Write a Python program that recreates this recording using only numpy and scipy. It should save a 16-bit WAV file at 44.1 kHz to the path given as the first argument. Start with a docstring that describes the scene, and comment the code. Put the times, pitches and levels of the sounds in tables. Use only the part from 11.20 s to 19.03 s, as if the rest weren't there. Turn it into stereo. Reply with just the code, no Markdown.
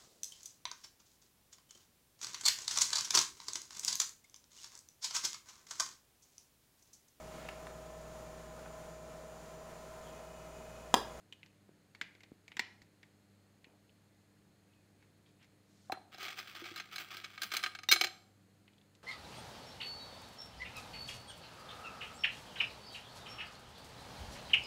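"""A low hum fills a quiet room, and a cat's lips and teeth click wetly as it nuzzles and mouths a hand
right at a handheld camera. Each click is a wet film breaking, which makes the mouth ring; fur brushes
the hand, there is one faint squeak, and the room echoes. Then the grip shifts: skin and fur scrape in
short strokes over the camera's plastic case, which knocks, snaps and sets a small spring ringing."""
import sys
import numpy as np
from scipy import signal
from scipy.fft import rfft, irfft, next_fast_len
from scipy.io import wavfile
from scipy.ndimage import map_coordinates

SR = 44100
rng = np.random.default_rng(int(sys.argv[2]) if len(sys.argv) > 2 else 0)


def materialize(psi):
    """Save the field psi as 16-bit PCM at rate SR to the path in sys.argv[1].

    A 1-D psi becomes a single channel; in a 2-D psi each row is a channel.
    """
    bounded = np.clip(np.atleast_2d(psi).T, -1, 1)
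    quanta = np.round(bounded * 32767).astype(np.int16)
    wavfile.write(sys.argv[1], SR, quanta)


N = 345303
T = np.arange(next_fast_len(SR // 9)) / SR  # time axis of one short sound [s]

# A fade time (t60) is how long a sound takes to drop 60 dB. A side is left level minus right level.
# the tone of the still air: (frequency [Hz], relative level [dB])
AIR_COLOUR = [(25, -8), (55, -6.5), (85, 0), (160, 6.5), (260, 0.5), (500, -2), (1000, -10), (1800, -9),
              (3000, -14), (5000, -15.5), (8000, -17.5), (12000, -22), (15500, -25.5)]
# how alike the air sounds left and right: (frequency [Hz], likeness [-1 to 1])
AIR_LIKENESS = [(60, 0.36), (180, 0.71), (550, 0.26), (1650, -0.04), (4970, -0.02), (15000, -0.082)]
# the tones of an appliance's hum: (pitch [Hz], average level [dB])
HUM_TONES = [(100, -74), (200, -76.5), (300, -79.5)]
# how long the room echoes: (frequency [Hz], fade time [s])
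ROOM_FADE = [(150, 0.4), (700, 0.71), (2200, 0.35), (5000, 0.44), (9000, 0.55), (15000, 0.17)]
# the tones of a small metal spring in the camera: (pitch [Hz], relative level [dB], fade time [s])
SPRING_TONES = [(4150, -6.5, 0.35), (7450, 2.5, 0.56), (7900, -3, 0.62), (8760, 5.5, .55), (9268, 4, 0.4),
                (10110, 0, .5), (13000, -5, .6)]
# the tones of the plastic case; wider ones die sooner: (pitch [Hz], width [Hz], relative level [dB])
CASE_TONES = [(368, 19, -15.5), (740.5, 51, -8), (1241, 29, -8), (1587, 52, -1), (2244, 44, 1.5),
              (2994, 52, -11.5), (3125, 23, -6.5), (4100, 50, 1), (5019, 87, -7), (5343, 41, -9.5),
              (5830, 30, -24.5), (6087, 71, -14.5), (6310, 41, -11.5), (6550, 26, -20.5), (7320, 53, -15),
              (7600, 36, -17.5), (8550, 95, -27), (9290, 64, -26.5), (9860, 85, -17.5), (11560, 60, -26),
              (12040, 76, -26.5), (13000, 170, -24.5), (14000, 64, -22.5), (14900, 35, -10.5),
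              (15300, 42, -23.5), (15400, 110, -20)]
# how the case shares its sound between the microphones: (frequency [Hz], side [dB])
CASE_SIDES = [(200, -1.5), (400, -2), (700, -5), (1300, -2), (2400, -7.5), (4400, -1.5), (6100, -8),
              (7400, 6), (9000, -2.5), (11000, -1.5), (12500, -5), (15000, -7)]
# the tone of the noise a touch makes on the case: (frequency [Hz], relative level [dB])
CONTACT_COLOUR = [(100, -15.5), (220, -18.5), (340, -1), (490, -18), (760, 0), (980, -15), (1270, 0.5),
                  (1700, -2), (2300, 1), (3000, -1.5), (4400, 0), (5400, -7), (7000, -14), (10700, -20.5),
                  (14600, -15.5)]
# soft bumps of skin on the case: (time [s], level [dB], pitch [Hz], fade time [s], side [dB])
SKIN_BUMPS = [(0.492, -40.5, 353, 0.014, -22), (1.118, -34.5, 280, 0.0215, -26),
              (1.611, -62, 70, 0.12, 0.5), (2.469, -48.5, 301, 0.03, -2.5), (4.698, -26.5, 763, 0.05, -11),
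              (4.7245, -23, 810, 0.019, -4), (4.725, -33.5, 300, 0.035, -8.5),
              (4.773, -40.5, 734, 0.038, -4.5), (5.42, -41.5, 340, 0.14, -3), (5.515, -44, 338, 0.097, -2),
              (6.25, -51, 205.4, 0.075, 0), (6.715, -44, 336, 0.36, 1), (6.718, -60.5, 60, .15, 0),
              (6.812, -42, 347, 0.28, 4.5)]
# strokes of the sliding grip: (start [s], length [s], level [dB], hiss relative to the scrape [dB])
GRIP_STROKES = [(4.998, 0.11, -43, -17), (5.168, 0.037, -44.5, -12.5), (5.25, 0.049, -49.5, -13.5),
                (5.345, 0.059, -49, -15), (5.437, .08, -46, -17), (5.565, 0.032, -48, -19),
                (5.712, 0.03, -46.5, -14), (5.787, 0.021, -44, -10), (5.902, 0.083, -47, -16),
                (6.035, 0.015, -49, -24), (6.222, 0.015, -43, -7), (6.315, .05, -39.5, -13),
                (6.43, .035, -44, -19)]
# how soft skin dulls the scrape: (frequency [Hz], gain [dB])
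SKIN_DULLING = [(50, -14), (200, 3), (700, 4.5), (1250, 3), (2100, 2), (3000, 0), (4200, -2), (8000, -1),
                (12000, -12)]
# the fine hiss of fur on the case: (frequency [Hz], relative level [dB])
FUR_COLOUR = [(7000, -25), (11000, -14.5), (12500, -6), (13700, -8), (14700, -0.5), (15700, -7.5)]
# knocks of the grip: (time [s], level [dB], relative level of the bright edge [dB])
GRIP_KNOCKS = [(4.7202, -30.5, -13.5), (4.945, -41.5, -21), (4.982, -43.5, -13), (5.029, -40, -5),
               (5.052, -40.5, -15), (5.082, -35.5, -22), (5.189, -34.5, -14.5), (5.362, -44.5, -14),
               (5.441, -39.5, -30), (5.458, -37.5, -30), (5.56, -37, -8.5), (5.577, -36, -14),
               (5.599, -32, -21.5), (5.759, -32.5, -9.5), (5.781, -31.5, -17), (5.968, -39.5, -8),
               (6.044, -33.5, -19), (6.177, -34, -38), (6.218, -30.5, -4.5), (6.232, -31, -4.5),
               (6.304, -43, -18), (6.317, -31, -18), (6.338, -31, -6), (6.367, -25, -6.5),
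               (6.391, -36.5, -22), (6.429, -35.5, -12), (6.437, -22, -21.5), (6.4615, -25, -26),
               (6.55, -32.5, -26), (6.5881, -37, -23.5), (6.633, -37.5, -20), (6.7136, -15, -5),
               (6.718, -17.5, -8), (6.7234, -11.5, -8.5), (6.735, -21.5, -5.5), (6.76, -24, -19.5),
               (6.811, -17, -12.5), (6.838, -24, -15), (6.844, -21.5, -15), (6.869, -33, -16)]
# the low thud in those knocks: (time [s], relative level [dB])
KNOCK_THUD = [(5.05, -4), (5.2, -21), (6.72, -19.5), (6.76, -10)]
# the tones of a seam in the case: (pitch [Hz], relative level [dB], fade time before limiting [s])
SEAM_TONES = [(2030, -4.5, 0.032), (2810, -8, 0.18), (3730, 2, 0.21), (3973, -5, 0.044), (4300, -8.5, 0.27),
              (4900, -7, 0.048), (5340, -14, 0.43), (5804, -6, 0.27), (6336, -18, 0.044), (7418, -27, 0.21),
              (8624, -38.5, 5.0), (13540, -25.5, 0.58), (14840, -14.5, 0.045), (15290, -9.5, 0.024)]
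# fur brushing the hand: (time of peak [s], level at peak [dB], half length [s], centre pitch [Hz])
FUR_BRUSHES = [(2.519, -68.5, 0.091, 596), (3.823, -74, 0.055, 2100), (4.083, -72, 0.042, 3180),
               (4.233, -65.5, 0.055, 2230), (4.637, -72.5, 0.28, 5230), (4.746, -50, 0.027, 1240)]
# the tone of a wet film cracking: (frequency [Hz], relative level [dB])
CRACK_COLOUR = [(100, -19), (200, -7), (400, -3), (600, -15), (850, -6.5), (1300, -9), (2100, 8.5),
                (3200, 0), (4500, -1), (5800, -8.5), (7500, -9), (9500, -27.5), (15000, -17)]
# lip, tongue and tooth clicks: (time [s], level [dB], mouth pitch [Hz], sharpness [dB])
MOUTH_CLICKS = [(0.125, -39.5, 2950, -7), (0.231, -42.5, 2520, -15), (0.261, -50.5, 2100, -8),
                (0.749, -42, 1880, -10), (0.813, -24.5, 2010, -10.5), (0.951, -48, 1907, -14),
                (1.006, -47, 2420, -9), (1.034, -44, 2060, -9), (1.28, -39.5, 2200, -10.5),
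                (1.318, -39, 2300, -16), (1.3684, -28.5, 2030, -11.5), (1.394, -19.5, 2010, -8),
                (1.618, -47, 2130, -5.5), (1.83, -44, 1900, -14.5), (2.444, -44.5, 2450, -16),
                (2.694, -58, 2930, -18), (3.536, -62, 2950, -15), (3.826, -54.5, 2080, -15),
                (4.062, -61.5, 3170, -13), (4.228, -53.5, 2310, -7), (4.245, -58.5, 2300, -1.5),
                (7.479, -48.5, 2500, -22), (7.534, -61.5, 3300, -5), (7.581, -58, 3300, -8.5),
                (7.614, -62, 3444, -5.5), (7.751, -61, 2296, 5.5)]


def amp(db):
    """Turns decibels into a gain to multiply by."""
    return 10 ** (np.asarray(db) / 20)


def unit(x):
    """Scales a sound to an average (rms) level of 1."""
    return x / np.sqrt(np.mean(x ** 2) + 1e-20)


def same_energy(x):
    """Gives a short stereo sound the energy of two milliseconds at full level."""
    return x / np.sqrt(np.sum(x ** 2) / 2 / (SR / 500) + 1e-20)


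def along(points, hz):
    """Reads between (frequency, value) points, with octaves evenly spaced."""
    freqs, values = np.transpose(points)
    return np.interp(np.log(hz + 1), np.log(np.sort(freqs) + 1), values)


def pan(side_db):
    """Left and right gains; a positive side is louder on the left."""
    return unit(amp([[side_db / 2], [-side_db / 2]]))


def wobble(rate):
    """A smooth curve through `rate` random values a second."""
    times = np.arange(0, N + 64, 64) / SR
    values = rng.standard_normal(int(N * rate / SR) + 4)
    return np.interp(np.arange(N) / SR, times, map_coordinates(values, [times * rate]))


def filtered(x, response):
    """Turns each frequency up or down by the gain response(hz)."""
    n = x.shape[-1]
    size = next_fast_len(n + 8192)
    return irfft(rfft(x, size) * response(np.fft.rfftfreq(size, 1 / SR)), size)[..., :n]


def coloured(x, points):
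    """Shapes a sound's tone to follow (frequency, level) points."""
    size = 2 * len(T)
    cepstrum = irfft(np.log(amp(along(points, np.fft.rfftfreq(size, 1 / SR)))))
    cepstrum[1:size // 2] *= 2  # folded forward, so nothing rings before the sound starts
    cepstrum[size // 2 + 1:] = 0
    response = irfft(np.exp(rfft(cepstrum)))[None, :len(T)]
    return signal.fftconvolve(x, response, axes=1)[:, :x.shape[1]]


def keep_side(x, hz, kind):
    """Keeps what lies on the "low" or "high" side of a frequency."""
    return signal.sosfilt(signal.butter(4, hz, kind, fs=SR, output="sos"), x)


def between(x, low_hz, high_hz):
    """The part of a short sound between two frequencies, always with the same energy."""
    return same_energy(keep_side(keep_side(x, low_hz, "high"), high_hz, "low"))


def burst(t60):
    """Fading noise, different at the two microphones."""
    return rng.standard_normal((2, len(T))) * amp(-60 * T / t60)


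def ring(hz, t60, lag=0):
    """One fading tone; it reaches the right microphone `lag` seconds later."""
    t = np.maximum(T - np.array([[0], [lag]]), 0)
    return np.sin(2 * np.pi * hz * t) * amp(-60 * t / t60)


def later(x, delay_s):
    """Delays a short sound."""
    return np.pad(x, ((0, 0), (round(delay_s * SR), 0)))[:, :len(T)]


def add(track, start_s, sound):
    """Mixes a sound into a track."""
    part = track[:, round(start_s * SR):][:, :sound.shape[1]]
    part += sound[:, :part.shape[1]]


def still_air():
    """The soft rush of a quiet room, with a faint, narrow hiss."""
    size = next_fast_len(N)
    hz = np.fft.rfftfreq(size, 1 / SR)
    spread = np.arccos(along(AIR_LIKENESS, hz)) / 2
    peak = lambda centre_hz, width_hz: 1 / (1 + ((hz - centre_hz) / width_hz) ** 2)
    colour_db = along(AIR_COLOUR, hz) + 6.3 * peak(4250, 130) + 5.5 * peak(6580, 150)
    colour_db -= 4.9 * peak(5800, 490)
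    noise = rfft(rng.standard_normal((2, size))) * amp(colour_db)
    shared, opposed = irfft(noise * [np.cos(spread), np.sin(spread)])[:, :N]
    return amp(-68) * unit(np.array([shared + opposed, shared - opposed]))


def hum():
    """An appliance hums in low, slightly unsteady tones."""
    phase = 2 * np.pi * np.arange(N) / SR
    return sum(amp(db + 1.4 * wobble(4.6)) * np.sqrt(2) * np.sin(hz * phase + .35 * wobble(4.5))
               for hz, db in HUM_TONES)


def room_echo(x):
    """The walls throw sound back; each frequency fades at its own speed."""
    hz, t, noise = signal.stft(rng.standard_normal((2, SR // 2)), SR, nperseg=256)
    fade = amp(-60 * t / along(ROOM_FADE, hz)[:, None])
    rise = 1 - np.exp(-t / 0.011)
    tail = signal.istft(noise * fade * rise, SR, nperseg=256)[1]
    return signal.fftconvolve(x, tail / np.linalg.norm(tail[0]), axes=1)[:, :N]


def spring(jolts):
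    """Every jolt shakes the spring and leaves a thin metallic ring behind."""
    t = np.arange(SR // 2) / SR
    tail = sum(amp(db - 60 * t / t60) * np.sin(2 * np.pi * hz * t + rng.uniform(0, 2.6, (2, 1)))
               for hz, db, t60 in SPRING_TONES)
    return signal.oaconvolve(jolts, tail / np.linalg.norm(tail[0]), axes=1)[:, :N]


def case_rings():
    """Each tone of the case ringing freely; it reaches the left microphone a little later."""
    t = T - np.array([[.00017], [0]])
    phases = rng.uniform(0, 2 * np.pi, len(CASE_TONES))
    return np.array([amp(db) * np.sqrt(width) * np.exp(-np.pi * width * T)
                     * np.sin(2 * np.pi * hz * t + phase)
                     for (hz, width, db), phase in zip(CASE_TONES, phases)])


def case_tap(rings, noise_db, noise_t60):
    """One touch rings the strong tones at random strengths; the many weak ones blur into noise."""
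    strengths = amp(rng.normal(0, 3.5, (len(rings), 1, 1)))
    tones = same_energy(np.sum(rings * strengths, axis=0))
    noise = same_energy(coloured(burst(noise_t60), CONTACT_COLOUR))
    return same_energy(tones + amp(noise_db) * noise)


def case_balance(hz):
    """Left and right gains: the case carries most frequencies better to the right microphone."""
    gains = amp(along(CASE_SIDES, hz) * np.array([[.5], [-.5]]))
    return gains / np.sqrt(np.mean(gains ** 2, axis=0))


def bumps():
    """Soft skin pushes the case once, and a dull tone dies away."""
    out = np.zeros((2, N))
    rise = 1 - np.exp(-T / 0.0002)
    for s, db, hz, t60, side_db in SKIN_BUMPS:
        push = ring(hz, t60) + 0.16 * ring(hz * 1.37, t60) + 0.33 * keep_side(burst(t60), hz * 2, "low")
        add(out, s, amp(db - 2.5) * pan(side_db) * keep_side(push * rise, hz * 0.25, "high"))
    return out


def stroke(t, length, rise_s=0.017, fade_db_per_s=261):
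    """Gain of one slide, t seconds after its start: it takes hold, stays, then runs out."""
    return np.clip(t / rise_s + .5, 0, 1) * amp(-fade_db_per_s * np.maximum(t - length, 0))


def grip():
    """Gains of the scrape and of its hiss: the strongest slide under way sets each."""
    t = np.arange(0, N, 64) / SR
    creep = (4.92, 1.57, -57.5, -15)  # one long, faint slide: the skin still creeps between strokes
    slides = [amp([[db], [db + hiss_db]]) * stroke(t - s, length)
              for s, length, db, hiss_db in GRIP_STROKES + [creep]]
    return [np.interp(np.arange(N) / SR, t, gain) for gain in np.max(slides, axis=0)]


def scrape(rings, spots=4, slips_per_s=300):
    """Clumps of tiny slips tap the case at several spots; fur adds a fine hiss."""
    rub_gain, hiss_gain = grip()
    rub, all_slips = np.zeros((2, N)), np.zeros((1, N))
    for _ in range(spots):
        at = rng.integers(0, N, size=int(slips_per_s * N / SR))
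        sizes = rng.choice([-1, 1], len(at)) * amp(3.5 * np.minimum(rng.exponential(size=len(at)), 3.5))
        clumps = amp(3.7 * np.tanh(wobble(22)))
        slips = (np.bincount(at, sizes, N) * clumps)[None]
        rub += signal.oaconvolve(slips, case_tap(rings, noise_db=7.5, noise_t60=0.0099), axes=1)[:, :N]
        all_slips += slips
    hiss = signal.oaconvolve(all_slips, coloured(burst(.006), FUR_COLOUR), axes=1)[:, :N]
    rub = filtered(rub, lambda hz: amp(along(SKIN_DULLING, hz)))
    return rub_gain * unit(rub) + hiss_gain * unit(hiss)


def knocks(rings):
    """The grip sticks and lets go; heavy slips thud, hard ones clack and have a bright edge."""
    out = np.zeros((2, N))
    rise = 1 - np.exp(-T / 0.0004)
    for s, db, edge_db in GRIP_KNOCKS:
        tap = case_tap(rings, noise_db=-2.5, noise_t60=0.042) * rise
        thud = amp(np.interp(s, *np.transpose(KNOCK_THUD))) * between(tap, 370, 950)
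        body = between(tap, 840, 3100)
        clack = amp(3 + 0.4 * edge_db) * between(tap, 3400, 8700)
        edge = amp(edge_db) * between(tap, 9500, 18000)
        add(out, s, amp(db) * (thud + body + clack + edge))
    return out


def snap(start_s=6.688, open_s=.028):
    """A seam of the case springs free and rings briefly until it is pressed shut."""
    out = np.zeros((2, N))
    tones = sum(amp(db) * ring(hz, np.clip(t60, .03, .14), lag=.0001) for hz, db, t60 in SEAM_TONES)
    closing = amp(-60 * np.maximum(T - open_s, 0) / .03)
    ping = same_energy(keep_side(tones, 900, "high") * closing) * pan(-17.5)
    crack = same_energy(coloured(burst(.03), CONTACT_COLOUR))
    add(out, start_s, amp(-15) * ping + amp(-25.5) * crack)
    return out


def squeak(start_s=3.47, length_s=0.19):
    """A faint, thin, wavering tone that swells, then sags in pitch."""
    out = np.zeros((2, N))
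    progress = np.linspace(0, 1, int(length_s * SR))
    hz = 2560 - 300 * progress ** 4 + 15 * wobble(150)[:len(progress)]
    tone = np.sin(2 * np.pi * np.cumsum(hz) / SR)
    add(out, start_s, amp(-79.5) * pan(3) * np.sin(np.pi * progress) * tone)
    return out


def brushes():
    """Hairs slide past the skin in short, soft, grainy swells."""
    out = np.zeros((2, N))
    for peak_s, db, half_s, hz in FUR_BRUSHES:
        swell = np.hanning(int(2 * half_s * SR))
        hairs = rng.standard_normal((2, len(swell))) * rng.exponential(size=len(swell))
        fur = signal.sosfilt(signal.butter(2, [hz * 0.65, hz * 1.42], "band", fs=SR, output="sos"), hairs)
        add(out, peak_s - half_s, amp(db) * unit(fur) * swell)
    return out


def mouth(step_gap_s=.006, second_step_db=-8.5, centre_hz=2100, left_db_per_octave=12.5):
    """A wet film breaks in two steps: each is a tiny crack that briefly rings the hollow of the mouth."""
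    out = np.zeros((2, N))
    second = amp(second_step_db)
    for s, db, hz, sharp_db in MOUTH_CLICKS:
        octaves = np.log2(hz / centre_hz)
        delay = step_gap_s * rng.uniform(.7, 1.3)
        hollow = ring(hz, 0.015, lag=0.00022) + 0.32 * ring(hz * 1.18, 0.03, lag=0.00018)
        hollow += second * later(ring(hz * 1.076, 0.016, lag=0.00022), delay)
        noise = burst(0.019) + second * later(burst(0.0165), delay) + amp(-13.5) * burst(0.084)
        crack = coloured(noise, CRACK_COLOUR)
        body = same_energy(between(hollow, 2030, 3780) + amp(-4) * between(crack, hz * 0.85, hz * 1.6))
        plop = amp(-13 - 14 * octaves) * between(crack, 100, 1320)  # a narrow mouth: higher, less plop
        edge = amp(sharp_db) * between(crack, 3220, 13000)
        add(out, s, amp(db) * pan(left_db_per_octave * octaves) * (body + plop + edge))
    return out


def scene():
    """The cat is heard through the air, the handling mostly through the case; both echo in the room."""
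    rings = case_rings()
    cat = mouth() + brushes() + squeak()
    handling = filtered(knocks(rings) + scrape(rings), case_balance) + snap() + bumps()
    airborne = keep_side(amp(-15) * cat + amp(-17.5) * handling, 6000, "low")
    return cat + handling + amp(-19.5) * spring(handling) + room_echo(airborne) + still_air() + hum()


def record(dry, ceiling=.7, top_hz=15700):
    """The camera rounds off the tallest peaks and cuts the highest treble."""
    rounded = dry / (1 + np.abs(dry / ceiling) ** 6) ** (1 / 6)
    return filtered(rounded, lambda hz: 1 / (1 + (hz / top_hz) ** 120))


dry = scene()
out = record(dry)
materialize(out)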